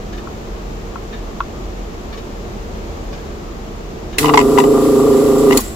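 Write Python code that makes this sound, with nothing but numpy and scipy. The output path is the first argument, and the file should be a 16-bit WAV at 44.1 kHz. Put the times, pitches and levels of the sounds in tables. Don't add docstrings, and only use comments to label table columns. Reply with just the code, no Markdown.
import sys
import numpy as np
from scipy import signal
from scipy.fft import rfft, irfft
from scipy.io import wavfile
from scipy.ndimage import uniform_filter1d

SR = 44100
rng = np.random.default_rng(int(sys.argv[2]) if len(sys.argv) > 2 else 0)


def invert_db(level):
    return 10 ** (np.asarray(level, dtype=float) / 20)


def wrap_up_sound(samples):
    columns = np.atleast_2d(samples).T
    tamed = np.clip(columns, -1, 1)
    steps = np.round(tamed * 32767).astype(np.int16)
    wavfile.write(sys.argv[1], SR, steps)


N = 253575
T = np.arange(N) / SR
HZ = np.fft.rfftfreq(N, 1 / SR) + 1e-3


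def at(table, hz):
    table_hz, value = np.array(table).T
    return np.interp(np.log(hz), np.log(table_hz), value)


def humps(modes, hz):
    return sum(invert_db(2 * db) / (1 + (2 * (hz - f) / width) ** 2) for f, width, db in modes)


def walk(rate_hz, size=N):
    hold = int(SR / rate_hz)
    draws = rng.standard_normal(N // hold + 1)[:size // hold + 1]
    steps = np.repeat(draws, hold)
    return 1.3 * uniform_filter1d(uniform_filter1d(steps, hold), hold)[:size]


# (time [s], speed [Hz])
SHAFT_SPEED = [
    (4.18, 27),
    (4.23, 30.3),
    (4.3, 29.9),
    (4.37, 28.3),
    (4.43, 27.41),
    (5.57, 27.41),
    (5.62, 22),
]
# (rate [Hz], swing [Hz], phase [rad], overtone [Hz], its phase [rad], start [s])
CIRCLING = (5.5, 1.0, -2.5, .23, 1.34, 4.45)
SEAL_S, SEAL_WIDTH_S = 4.36, 0.072


def shaft():
    rate_hz, swing_hz, swing_rad, overtone_hz, overtone_rad, since_s = CIRCLING
    circle = 2 * np.pi * rate_hz * (T - since_s)
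    sealed = 1 / (1 + np.exp(-np.clip((T - SEAL_S) / SEAL_WIDTH_S, -30, 30)))
    steady_hz = np.interp(T, *np.transpose(SHAFT_SPEED))
    sway = swing_hz / rate_hz * np.sin(circle + swing_rad)
    sway = sway + overtone_hz / rate_hz / 2 * np.sin(2 * circle + overtone_rad)
    angle = 2 * np.pi * np.cumsum(steady_hz) / SR
    angle = angle - angle[int(since_s * SR)] + sealed * sway + .012 * walk(25)
    return np.gradient(angle) * SR / (2 * np.pi), angle, sealed


# (multiple of shaft speed, level [dB])
SHAFT_ORDERS = [(4, -46), (5, -33), (6, -32), (7, -50), (8, -34), (9, -21), (10, -18), (11, -23), (12, -32),
                (13, -33), (14, -22), (15, -13), (16, -20), (17, -31), (18, -31), (19, -26), (20, -29)]
# (frequency [Hz], width [Hz], level [dB])
HOUSING = [(151, 16, 20), (250, 40, 13), (295, 40, 10), (412, 60, 12), (520, 40, 14)]
# (frequency [Hz], level [dB])
WHINE = [(560, -35), (640, -9.5), (1100, -5.5), (1250, -14.5), (1600, -25), (2000, -39), (2500, -45)]
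# (frequency [Hz], width [Hz], level [dB])
COVER = [(688.5, 20, 12.5), (780, 45, 8), (923, 10.4, 6), (990, 6.5, 8.5), (1195, 42, 15.5),
         (1360, 26, 11.5)]
STROKE_RAD = 2.6


def orders(hz, angle, sealed):
    load = .45 + .55 * sealed
    loaded_hz = SHAFT_SPEED[-2][1]
    out = 0
    for k, db in SHAFT_ORDERS:
        side, overtone = (k + 2) % 5 - 2, (k + 2) // 5
        tilt = np.sqrt((1 + humps(HOUSING, k * hz)) / (1 + humps(HOUSING, k * loaded_hz)))
        dull_db = 1.0 * (1 - sealed) * (12.5 - k)
        flutter = invert_db(2.0 * sealed * walk(23, size=len(hz)) + dull_db)
        lag = side * STROKE_RAD + np.pi * (side == -1)
        lag = lag + abs(side) * (overtone - 2.3) + .4 * overtone ** 2
        out = out + invert_db(db) * tilt * flutter * load ** abs(side) * np.cos(k * angle + lag)
    return out


def knocking(angle):
    size = len(angle)
    knock = 0
    for k in range(21, 92):
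        level = invert_db(2 * walk(30, size) + 3 * (k % 5 == 0))
        lag = 2.4 * rng.random() + 2.5 * np.sin(k / 3.1) + .35 * walk(14, size)
        knock = knock + level * np.cos(k * angle + lag)
    knock = knock * invert_db(2.2 * walk(44.58, size=size))
    f = np.fft.rfftfreq(size, 1 / SR) + 1e-3
    cover = 1 + sum(invert_db(db) / (1 + 2j * (f - centre) / width) for centre, width, db in COVER)
    return invert_db(-41.0) * irfft(rfft(knock) * cover * invert_db(at(WHINE, f)), size)


def motor():
    hz, angle, sealed = (v[int(4 * SR):] for v in shaft())
    out = orders(hz, angle, sealed) + knocking(angle)
    running_rms = np.sqrt(np.mean(out[SR // 2:3 * SR // 2] ** 2))
    return np.concatenate([np.zeros(N - len(out)), out / running_rms])


# (time [s], peak [dB], left minus right [dB])
PRESS = [
    (4.182, 0.5, -2),
]
# (time [s], peak [dB], left minus right [dB])
RELEASE = [
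    (5.5725, -3, 0.0),
]
# (time [s], hiss [dB], whistle [dB], fall [dB/s])
GULPS = [
    (4.188, -23, -37, 190),
    (4.376, -40, -24, 420),
    (4.586, -28, -24, 400),
    (5.168, -41, -35, 250),
    (5.382, -39, -31.5, 300),
    (5.573, -26, -31, 500),
    (5.64, -58, -36.5, 101),
]
MOTOR_DB, SPIN_UP_S, SPIN_UP_DB = -10, 0.065, -13.5
COAST_S, COAST_DB, COAST_DB_PER_S = 0.029, -19, -56
HISS_DB, WHISTLE_DB, UNSEALED_WHISTLE_DB, AIR_DIES_DB_PER_S = -38, -41, -16, -100
LIFT_S, LIFT_DB = 0.12, 6
GULP_RISE_DB_PER_S = 5000


def drive():
    on_s = T - PRESS[0][0]
    to_release_s = T - RELEASE[0][0]
    off_s = np.maximum(to_release_s, 0)
    spin_up_db = SPIN_UP_DB * np.clip(1 - on_s / SPIN_UP_S, 0, 1)
    coast_db = COAST_DB * np.minimum(off_s / COAST_S, 1) ** 2 + COAST_DB_PER_S * off_s
    motor_db = MOTOR_DB + spin_up_db + coast_db
    lift_db = LIFT_DB * np.exp(np.minimum(to_release_s, 0) / LIFT_S)
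    hiss_power = invert_db(2 * (HISS_DB + lift_db + AIR_DIES_DB_PER_S * off_s))
    unsealed_db = UNSEALED_WHISTLE_DB * (T < GULPS[1][0])
    whistle_power = invert_db(2 * (WHISTLE_DB + unsealed_db + AIR_DIES_DB_PER_S * off_s / 2))
    for s, hiss_db, whistle_db, fall_db_per_s in GULPS:
        shape_db = -np.maximum(GULP_RISE_DB_PER_S * (s - T), fall_db_per_s * (T - s))
        shape_db = np.maximum(shape_db, -90)
        hiss_power = hiss_power + invert_db(2 * (hiss_db + shape_db))
        whistle_power = whistle_power + invert_db(2 * (whistle_db + shape_db))
    return motor_db, 10 * np.log10(hiss_power), 10 * np.log10(whistle_power)


def air(gain, alike, lean_db):
    mid, side = rfft(rng.standard_normal((2, N)))
    alike = np.clip(alike, -.99, .99)
    pair = np.sqrt(1 + alike) * mid + np.sqrt(1 - alike) * side * np.array([[1], [-1]])
    noise = irfft(pair * gain * invert_db(np.array([lean_db, -lean_db]) / 2), N)
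    return noise / np.sqrt(np.mean(noise ** 2))


# (frequency [Hz], density [dB per Hz])
HISS = [(880, -2), (1500, 3.5), (1650, -4.5), (1970, 4), (2160, -3.5), (3840, -1.5), (4360, -2), (6400, -4),
        (7860, 0), (8920, -9.5), (10900, -1), (11700, -9.5), (14300, -5.5), (15600, -12)]
# (frequency [Hz], correlation [-1..1])
ALIKE = [(60, 0.91), (290, 0.88), (640, 0.24), (1400, -0.47), (3100, 0.13), (6800, -0.082), (9500, 0.8)]


def suction(hiss_db, whistle_db):
    hiss = air(invert_db(at(HISS, HZ)), at(ALIKE, HZ) + 0.031, 0 * HZ)
    hiss = hiss * invert_db(hiss_db + 6.0 + 0.92 * walk(24.88))
    whistle = air(humps([(7600, 1000, 0)], HZ), 0.97, 0 * HZ)
    return hiss + whistle * invert_db(whistle_db - 1.5 + 1.3 * walk(28))


def strike(s, db, pan_db, modes, crack_db, rattle_s, scatter_db=-2.5):
    t = np.arange(2048) / SR
    hz, mode_db, t60_s = np.transpose(modes)[:, :, None]
    level_luck, pitch_luck = rng.standard_normal((2, len(modes), 1))
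    ring = invert_db(mode_db + scatter_db * level_luck) * np.sin(2 * np.pi * hz * (1 + 0.023 * pitch_luck) * t)
    decay = np.exp(-np.log(1000) * t / np.clip(t60_s, .006, .035))
    ring = np.sum(ring * decay * np.minimum(hz * t / 1.6, 1), axis=0)
    ring[1:3] += invert_db(crack_db) * np.array([1, -1])
    chatter = np.minimum(t / 0.00066, 1) * np.exp(-(t / rattle_s) ** 2)
    common, apart = rng.standard_normal((2, len(t))) * chatter
    common[24] += 2.5
    contact = common + 0.8 * apart * np.array([[1], [-1]])
    blow = signal.fftconvolve(contact, ring[None], axes=1)
    blow = blow / np.abs(blow.mean(axis=0)).max() * invert_db(db + np.array([[pan_db], [-pan_db]]) / 2)
    start = int(s * SR)
    sound = np.zeros((2, N))
    sound[:, start:start + blow.shape[1]] = blow[:, :N - start]
    return sound


# (frequency [Hz], level [dB], t60 [s])
PRESS_MODES = [(2025, -5.5, 0.038), (2630, -3.5, 0.024), (3420, -7.5, 0.015), (4140, 0.5, 0.014),
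               (5890, -3.5, 0.021), (7180, -6.5, 0.011), (9320, 1, 0.0095), (10500, -20, 0.0091)]
RELEASE_MODES = [(2430, -1, 0.011), (3500, -5, 0.011), (4490, 4, 0.013), (5430, -20, .015),
                 (6990, -2, 0.018), (9900, -3, .015), (11400, -25, 0.012), (14000, -13, 0.013)]
# (frequency [Hz], level [dB], t60 [s])
BOARD = [(871, -0.5, 0.037), (850, -2, 0.069), (1020, 14, 0.021), (1113, -9, 0.036), (1270, -18.5, 0.05)]


def trigger():
    out = 0
    for s, db, pan_db in PRESS:
        out = out + strike(s + 0.0236, -24, 0, [(104, 0, 0.038)], crack_db=-40, rattle_s=0.027)
        out = out + strike(s, db - 0.5, pan_db, PRESS_MODES, crack_db=4, rattle_s=0.0088)
    for s, db, pan_db in RELEASE:
        out = out + strike(s, db + 3, pan_db, RELEASE_MODES, crack_db=13.5, rattle_s=0.0059)
        out = out + strike(s + .03, -13.5, pan_db, RELEASE_MODES[4:], crack_db=22, rattle_s=0.016)
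        out = out + strike(s + 0.016, -14, pan_db, BOARD, crack_db=-20, rattle_s=0.0052)
    return out


# (time [s], peak [dB], bright share [dB], left minus right [dB])
TAPS = [(4.229, -18, -1, 3), (4.2432, -7, -10, -1), (4.256, -15, 1, 1), (4.267, -13, -8, -5),
        (4.281, -16, -4, 11), (4.291, -6, -8.5, 8), (4.296, -8.5, -8, -7), (4.336, -4.5, -8.5, 8),
        (4.341, 1, -14.5, -5), (4.355, -15, -3, -5), (4.373, 6.5, -8.5, 1), (4.389, -6, -5, -2.0),
        (4.4, -18.5, 1, -4), (4.411, -21, 1, 2), (4.575, -8.5, -4.5, -2), (4.584, 1, -12.5, 6),
        (4.6, -10.5, -3.5, 0), (4.638, -16, -7, 4), (5.507, -16.5, 0.5, 3), (5.522, -17.5, 2.5, -3),
        (5.528, -18, 4.5, 2)]
# (frequency [Hz], level [dB], t60 [s])
TUBE = [(2023, 6, 0.023), (2640, -4.5, 0.015), (2876, 8.5, 0.0093), (3580, 5.5, 0.006), (4880, -8, 0.025),
        (5900, -1.5, 0.0096), (7200, -2.5, 0.0085)]


def taps():
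    out = 0
    for s, db, bright_db, pan_db in TAPS:
        out = out + strike(s, db + 0.5, pan_db, BOARD, crack_db=-30, rattle_s=0.0022)
        out = out + strike(s, db + bright_db + 2.5, pan_db, TUBE, crack_db=1, rattle_s=.005)
    return out


# (time [s], peak [dB], left minus right [dB])
NUDGES = [
    (0.272, -26, 4),
    (0.957, -20.5, 8),
    (1.404, -9, 4.5),
]
# (frequency [Hz], level [dB], t60 [s])
BARE_BOARD = [(770, -18, .03), (1087, 0, .028), (1330, -2, .026), (1750, -19, .012), (2200, -20, .012),
              (2570, -18, .018), (3300, -21, .012)]
SOFT_DULL_DB_PER_DB, SOFT_FROM_HZ = 0.47, 1500


def nudges():
    out = 0
    for s, db, pan_db in NUDGES:
        dull_db = SOFT_DULL_DB_PER_DB * (db - NUDGES[-1][1])
        modes = [(f, g + dull_db * (f > SOFT_FROM_HZ), t60_s) for f, g, t60_s in BARE_BOARD]
        out = out + strike(s, db + 2.5, pan_db, modes, crack_db=-45, rattle_s=.0004, scatter_db=1)
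    return out


RUB_DB, STILL_DB = -45.5, -48.5


def rub():
    db = np.where(T < NUDGES[-1][0], RUB_DB, STILL_DB)
    return air(humps([(1150, 350, 0)], HZ), 0.35, 0 * HZ) * invert_db(db + 2.4 * walk(10.0))


# (frequency [Hz], level [dB], t60 [s])
CLOCK = [(1150, -3, .02), (1750, 0, .025), (2400, -3, .015), (2950, -2, .015), (3650, -3, .015),
         (4500, -5, .012), (5050, -4, .01), (6500, -8, .01)]
CLOCK_FIRST_S, CLOCK_CATCH_S, CLOCK_DB = .126, 0.048, -29
ODD_CATCH_DB = -9


def clock():
    out = 0
    for second in range(6):
        step_s = second + CLOCK_FIRST_S
        catch_db = CLOCK_DB - 0.5 + ODD_CATCH_DB * (second % 2)
        out = out + strike(step_s, CLOCK_DB, 1.5, CLOCK, crack_db=-8, rattle_s=0.034, scatter_db=-3.5)
        out = out + strike(step_s + CLOCK_CATCH_S, catch_db, 1.5, CLOCK, crack_db=-3, rattle_s=0.023)
    return out


# (frequency [Hz], density [dB per Hz])
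SHOP = [(12, -42), (20, -10), (45, -1.5), (99, -14), (211, -9.5), (271, -14.5), (349, -10.5), (461, -13),
        (502, -18.5), (577, -14.5), (1630, -27.5), (6990, -38.5), (8750, -54.5), (13300, -49.5),
        (16200, -55)]
# (frequency [Hz], width [Hz], level [dB])
FANS = [(71, 30, -2), (218, 6.1, -1), (358, 26, -6.5), (464, 18, -6)]
# (frequency [Hz], left minus right [dB])
LEAN = [(60, -0.5), (110, 2.5), (200, -1), (380, -1.5), (700, 0), (1290, -0.5), (2380, 2.5), (4400, 2),
        (8120, 12.5), (15000, -7.5)]
SHOP_DB = -26


def shop():
    shop_db = at(SHOP, HZ)
    gain = invert_db(shop_db) * np.sqrt(1 + .5 * humps(FANS, HZ) / invert_db(2 * shop_db))
    hum_hz = 40.5 + 1.507 * walk(5.3)
    hum = invert_db(-31.5 + 2.1 * walk(8.2)) * np.sin(2 * np.pi * np.cumsum(hum_hz) / SR)
    return air(gain, at(ALIKE, HZ), at(LEAN, HZ)) * invert_db(SHOP_DB - 2.0 + 0.37 * walk(2.15)) + hum


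def room(x, t60_s, wet_db):
    t = np.arange(SR // 2) / SR
    tail = rng.standard_normal((2, len(t))) * np.exp(-np.log(1000) * t / t60_s) * (t > .002)
    tail = tail * invert_db(wet_db) / np.sqrt(np.sum(tail ** 2, axis=1, keepdims=True))
    return x + signal.fftconvolve(x, tail, axes=1)[:, :N]


def scene():
    motor_db, hiss_db, whistle_db = drive()
    running = T > PRESS[0][0]
    pump = motor() * invert_db(motor_db + np.array([[.4], [-.4]])) * running
    blows = trigger() + taps() + nudges() + clock()
    near = room(pump, t60_s=.1, wet_db=-13) + room(blows, t60_s=.1, wet_db=-10)
    return near + suction(hiss_db, whistle_db) * running + rub() + shop()


def top_cut(x):
    return signal.sosfilt(signal.butter(12, 16480, fs=SR, output="sos"), x)


# (notch [Hz], width [Hz], level [dB])
PORT_NOTCH = (8950, 700, -12)
TOP_HZ = 15750


def record(dry):
    centre, width, db = PORT_NOTCH
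    notch = 1 - (1 - invert_db(db)) / (1 + (2 * (HZ - centre) / width) ** 4)
    ports = notch / (1 + (HZ / TOP_HZ) ** 150)
    heard = irfft(rfft(dry) * ports, N)
    mix = heard / (1 + np.abs(heard) ** 6) ** (1 / 6)
    return top_cut(mix)


dry = scene()
out = record(dry)
wrap_up_sound(out)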